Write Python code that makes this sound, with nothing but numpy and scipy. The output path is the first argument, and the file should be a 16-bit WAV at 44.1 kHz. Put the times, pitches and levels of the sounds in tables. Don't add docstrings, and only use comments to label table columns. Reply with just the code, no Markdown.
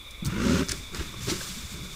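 import sys
import numpy as np
from scipy import signal
from scipy.fft import rfft, irfft
from scipy.io import wavfile

SR = 44100
rng = np.random.default_rng(int(sys.argv[2]) if len(sys.argv) > 2 else 0)


def transcribe(u):
    v = np.clip(np.atleast_2d(u).T, -1, 1)
    q = np.round(v * 32767).astype(np.int16)
    wavfile.write(sys.argv[1], SR, q)


N = 85995
T = np.arange(N) / SR


def amp(db):
    return 10 ** (np.asarray(db) / 20)


def unit(x):
    return x / np.sqrt(np.mean(x ** 2) + 1e-20)


def curve(rows, column=1):
    rows = np.array(rows)
    return np.interp(T, rows[:, 0], rows[:, column])


def colour(x, spectrum, tilt_db_per_oct=0):
    hz = np.maximum(abs(np.fft.fftfreq(8192, 1 / SR)), 5)
    freq_hz, gain_db = np.transpose(spectrum)
    tilt_db = tilt_db_per_oct * np.log2(np.maximum(hz, 1000))
    log_gain = np.log(amp(np.interp(np.log(hz), np.log(freq_hz), gain_db) + tilt_db))
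    taps = np.fft.ifft(np.exp(signal.hilbert(log_gain).conj())).real[:4096]
    return signal.fftconvolve(x, taps / np.linalg.norm(taps))[:N]


def band(centre_hz, width_hz):
    detune = 2 * (np.fft.rfftfreq(N, 1 / SR) - centre_hz) / width_hz
    return unit(irfft(rfft(rng.standard_normal(N)) / (1 + detune ** 2) ** 1.5, N))


def swell(start_s, rise_s, decay_s):
    age_s = T - start_s
    return np.clip(age_s / rise_s, 0, 1) * np.exp(-np.maximum(age_s - rise_s, 0) / decay_s)


def crackle(per_s, spread_db):
    size = amp(spread_db * np.minimum(rng.exponential(1, N), 4))
    return unit(size * rng.choice([-1, 1], N) * (rng.random(N) < per_s / SR))


def insects():
    # centre_hz, width_hz, level_db
    chorus = [(3464, 140, -52.5), (3648, 450, -50.5), (2297, 490, -52)]
    return sum(amp(db + band(0, 45)) * band(hz, width_hz) for hz, width_hz, db in chorus)


def rumble_and_hiss():
    # freq_hz, gain_db
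    spectrum = [(20, 4.5), (65, 0.5), (160, -16), (280, -16.5), (500, -18), (780, -25), (1150, -15.5),
                (1700, -28.5), (2800, -26), (4600, -27), (7000, -29), (11000, -31.5), (15500, -34)]
    return amp(-44) * colour(rng.standard_normal(N), spectrum)


def leaves():
    # start_s, level_db, rise_s, decay_s, tilt_db_per_oct
    crunches = [(0.107, -42.5, 0.0022, 0.0061, 7), (0.247, -33.5, .001, 0.0085, 9),
                (0.26, -32, 0.0015, 0.015, 9.5), (.694, -32, 0.002, 0.013, 0.5),
                (0.708, -31, 0.0036, 0.016, -0.5), (0.931, -37.5, 0.024, 0.17, -7.5),
                (0.984, -31, 0.018, 0.01, -8.5), (1.203, -38.5, 0.0049, 0.01, -3),
                (1.273, -28, 0.028, 0.036, -0.5), (1.293, -39, 0.0055, 0.013, -2),
                (1.495, -41, 0.0087, 0.017, 0.5)]
    # freq_hz, gain_db
    spectrum = [(200, 9.5), (750, -13), (1200, 1), (2800, 5.5), (5500, 6), (9500, -4), (12500, -15.5),
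                (15500, -12.5)]
    out = np.zeros(N)
    for start_s, level_db, rise_s, decay_s, tilt in crunches:
        clicks = swell(start_s, rise_s, decay_s) * crackle(per_s=7000, spread_db=3)
        out += amp(level_db) * colour(clicks, spectrum, tilt)
    return out


def vocal_folds(rate_hz, noise_share):
    jitter, spread_db, puff_decay_cycles = 0.08, 2.5, 0.45
    cycles = np.cumsum(rate_hz * (1 + jitter * band(0, 150))) / SR
    flaps = np.diff(np.floor(cycles), prepend=0) * amp(spread_db * rng.standard_normal(N).clip(-1, 1))
    puffs = unit(0.9 + np.exp(-(cycles % 1) / puff_decay_cycles))
    voiced = np.sqrt(1 - noise_share) * unit(flaps - flaps.mean())
    breath = np.sqrt(noise_share) * puffs * rng.standard_normal(N)
    return cycles, puffs, voiced + breath


def grunts():
    # start_s, level_db, rise_s, decay_s, throat_freq_ratio
    calls = [(.22, -36, 0.037, 0.049, 0.89), (0.699, -36, 0.043, 0.015, 1),
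             (.915, -38.5, 0.025, 0.036, 1.12), (.985, -36, 0.031, 0.0051, 1.12),
             (1.134, -43.5, 0.0085, 0.012, 0.98), (1.268, -29, 0.015, 0.022, 1.017),
             (1.314, -31, 0.0045, 0.029, .96), (1.729, -46.5, 0.024, 0.18, 1.02)]
    # freq_hz, gain_db
    throat = [(40, -36), (130, 5), (220, -6), (320, 3.5), (400, 1), (490, -13.5), (580, -10.5), (760, -27),
              (1100, -16), (1550, -11), (2600, -73), (5000, -55)]
    _, _, drive = vocal_folds(rate_hz=66.98, noise_share=0.75)
    out = np.zeros(N)
    for start_s, level_db, rise_s, decay_s, ratio in calls:
        tuned = [(hz * ratio, db) for hz, db in throat]
        out += amp(level_db) * swell(start_s, rise_s, decay_s) * colour(drive, tuned)
    return out


def paws():
    # start_s, level_db, rise_s, decay_s, pitch_hz
    thuds = [(0.222, -30, 0.0043, 0.013, 146), (0.243, -27.5, 0.036, 0.017, 117.5),
             (.69, -34.5, 0.005, 0.077, 73.1), (0.911, -44.5, 0.0073, 0.041, 188.3),
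             (0.974, -30.5, 0.03, 0.015, 85.2), (1.156, -39, 0.0034, 0.044, 155.4),
             (1.203, -35.5, 0.0026, 0.13, 119.3), (1.276, -32, 0.0055, 0.022, 161.4),
             (1.317, -33.5, 0.0054, 0.043, 183), (1.481, -41.5, 0.029, 0.029, 161.7),
             (1.555, -40.5, 0.022, 0.052, 204), (1.623, -36.5, 0.0042, 0.053, 84.8),
             (1.712, -43, 0.012, 0.11, 174.2), (1.8, -41, 0.023, 0.076, 162.9)]
    # freq_hz, gain_db
    ground = [(20, -33), (60, 15), (120, 4), (200, 5.5), (300, -10.5), (410, -17), (520, -13), (760, -43.5),
              (1500, -45), (4000, -81)]
    waver_hz = 28.4
    out = np.zeros(N)
    for start_s, level_db, rise_s, decay_s, pitch_hz in thuds:
        hz = (pitch_hz + waver_hz * band(0, 168)) * (T > start_s)
        boom = np.sqrt(2) * np.sin(2 * np.pi * np.cumsum(hz) / SR)
        scuff = amp(-4) * colour(rng.standard_normal(N), ground)
        out += amp(level_db) * swell(start_s, rise_s, decay_s) * (boom + scuff)
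    return out


def twigs():
    # start_s, level_db, decay_s, tilt_db_per_oct
    snaps = [(.256, -27.5, 0.0015, -2), (0.686, -27.5, 0.0017, -0.5), (0.693, -19, 0.0002, 3),
             (0.696, -22.5, 0.00077, -2), (0.7167, -24, 0.001, 13), (0.719, -20.5, 0.0026, -0.5),
             (0.9475, -28, .001, -3), (1.2995, -28.5, 0.00053, -7)]
    # freq_hz, gain_db
    spectrum = [(300, -13), (900, -10.5), (2000, 0), (3000, -15), (4800, 3.5), (7000, -0.5), (10000, -7.5),
                (11500, -23), (15000, -20)]
    out = np.zeros(N)
    for start_s, level_db, decay_s, tilt in snaps:
        crack = amp(12) * np.diff(1. * (T > start_s), prepend=0)
        splinters = swell(start_s, 0.0001, decay_s) * rng.choice([-1, 1], N)
        out += amp(level_db) * colour(crack + splinters, spectrum, tilt)
    return out


def throat_tones(mouth):
    # shut_hz, open_hz, level_db
    resonances = [(181.4, 280, -5.5), (296.7, 408, -14), (430, 590, -22.5), (940, 1500, -27.5)]
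    waver_hz, break_db = 14, 4
    out = np.zeros(N)
    for shut_hz, open_hz, level_db in resonances:
        hz = shut_hz + (open_hz - shut_hz) * mouth + waver_hz * band(0, 146)
        breaks = unit(amp(break_db * band(0, 83).clip(-2, 1)))
        out += amp(level_db) * breaks * np.sqrt(2) * np.sin(2 * np.pi * np.cumsum(hz) / SR)
    return out


def growl():
    # time_s, rate_hz
    pitch = [(.31, 46.32), (.40, 52.61), (.45, 64.43), (.50, 77.6), (.55, 83.13), (.60, 77.2), (.66, 76.5)]
    # time_s, open_fraction
    opening = [(.33, 0.01), (.43, 0.48), (.51, 0.78), (.57, 0.69), (.62, 0.97)]
    # time_s, voice_db, rasp_db, hiss_db
    effort = [(.26, -61, -48.5, -54), (.31, -44, -40.5, -48), (.335, -27, -41, -49),
              (.385, -24, -38.5, -46), (.44, -24, -36, -39), (.505, -21, -35.5, -36.5),
              (.595, -22, -33, -36), (.632, -27, -37.5, -45), (.655, -60, -65, -49)]
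    # freq_hz, gain_db
    throat = [(25, -10), (80, -5.5), (115, 2), (165, 5), (260, 3.5), (315, -7), (405, -5), (465, -15),
              (540, -7.5), (760, -32), (1300, -30), (2500, -68)]
    rasp_spectrum = [(500, -8), (780, -11.5), (1000, -1.5), (1090, -4.5), (1420, 4.5), (1680, -5),
                     (2050, -4.5), (2520, -6), (2880, -4.5), (3300, -18.5), (5000, -28.5)]
    teeth = [(1800, -19), (3200, 2.5), (4500, 1.5), (6500, 1.5), (9000, -8), (11500, -17), (15500, -21)]
    shut_ratio, throb_depth, fade_in_s, fade_out_s = 0.865, 0.35, 0.0045, 0.0089
    cycles, puffs, drive = vocal_folds(curve(pitch), noise_share=0.3)
    mouth = curve(opening)
    shut = colour(drive, [(hz * shut_ratio, db) for hz, db in throat])
    pulses = (1 - mouth) * shut + mouth * colour(drive, throat)
    beat = np.cos(2 * np.pi * cycles)
    tones = (1 + throb_depth * beat) * throat_tones(mouth)
    chest = amp(-9) * mouth * np.sqrt(2) * beat
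    voice = (amp(-4) * pulses + tones + chest) * amp(curve(effort))
    rasp = colour(puffs * rng.standard_normal(N), rasp_spectrum) * amp(curve(effort, column=2))
    hiss = colour(puffs * rng.standard_normal(N), teeth) * amp(curve(effort, column=3))
    fade_in = np.clip((T - effort[0][0]) / fade_in_s, 0, 1)
    fade_out = np.clip((effort[-1][0] - T) / fade_out_s + 1, 0, 1)
    return (voice + rasp + hiss) * fade_in * fade_out


def branches():
    # time_s, level_db
    rustle = [(0, -107), (.66, -47.5), (.74, -43.5), (.83, -47.5), (.89, -54.5), (.97, -41.5),
              (1.06, -47.5), (1.18, -50.5), (1.25, -37), (1.33, -38), (1.43, -37), (1.55, -41), (1.67, -43),
              (1.76, -46), (1.95, -46.5)]
    # freq_hz, gain_db
    spectrum = [(250, -14), (750, -12.5), (1200, -1), (2000, -5), (3200, -3), (4800, 0), (7500, -1),
                (10000, -9), (12000, -11), (15500, -13)]
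    flutter_db = 1.25
    clicks = crackle(per_s=12000, spread_db=1)
    return colour(clicks * amp(curve(rustle) + flutter_db * band(0, 84)), spectrum)


def sticks():
    # start_s, level_db, pitch_hz
    knocks = [(1.136, -41.5, 1110), (1.407, -38, 1600), (1.846, -44.5, 1500)]
    width_hz, hollow_ratio = 420, 0.356
    out = np.zeros(N)
    for start_s, level_db, pitch_hz in knocks:
        main = band(pitch_hz, width_hz)
        hollow = amp(-4) * band(pitch_hz * hollow_ratio, width_hz * hollow_ratio)
        out += amp(level_db) * swell(start_s, rise_s=0.0081, decay_s=0.0037) * (main + hollow)
    return out


def ground_echoes(x):
    # delay_s, level_db
    echoes = [(.0052, -15), (0.0108, -22), (0.0203, -23)]
    reflected = sum(amp(db) * np.interp(T - delay_s, T, x, left=0) for delay_s, db in echoes)
    return (x + reflected) / np.sqrt(1 + sum(amp(db) ** 2 for _, db in echoes))


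def trunk_echoes(x, t60_s):
    taps = crackle(per_s=2500, spread_db=-0.5) * swell(0.012, 0.052, t60_s / np.log(1000))
    return signal.fftconvolve(x, taps / np.linalg.norm(taps))[:N]


def scene():
    near = ground_echoes(growl()) + grunts() + paws() + leaves() + twigs() + branches() + sticks()
    return (near + amp(-18) * trunk_echoes(near, t60_s=0.84) + insects() + rumble_and_hiss())[None]


def record(dry):
    cutoff_hz = 15550
    taps = signal.firwin(311, cutoff_hz, window=("kaiser", 9), fs=SR)
    return signal.oaconvolve(dry, taps[None], "same")


dry = scene()
out = record(dry)
transcribe(out)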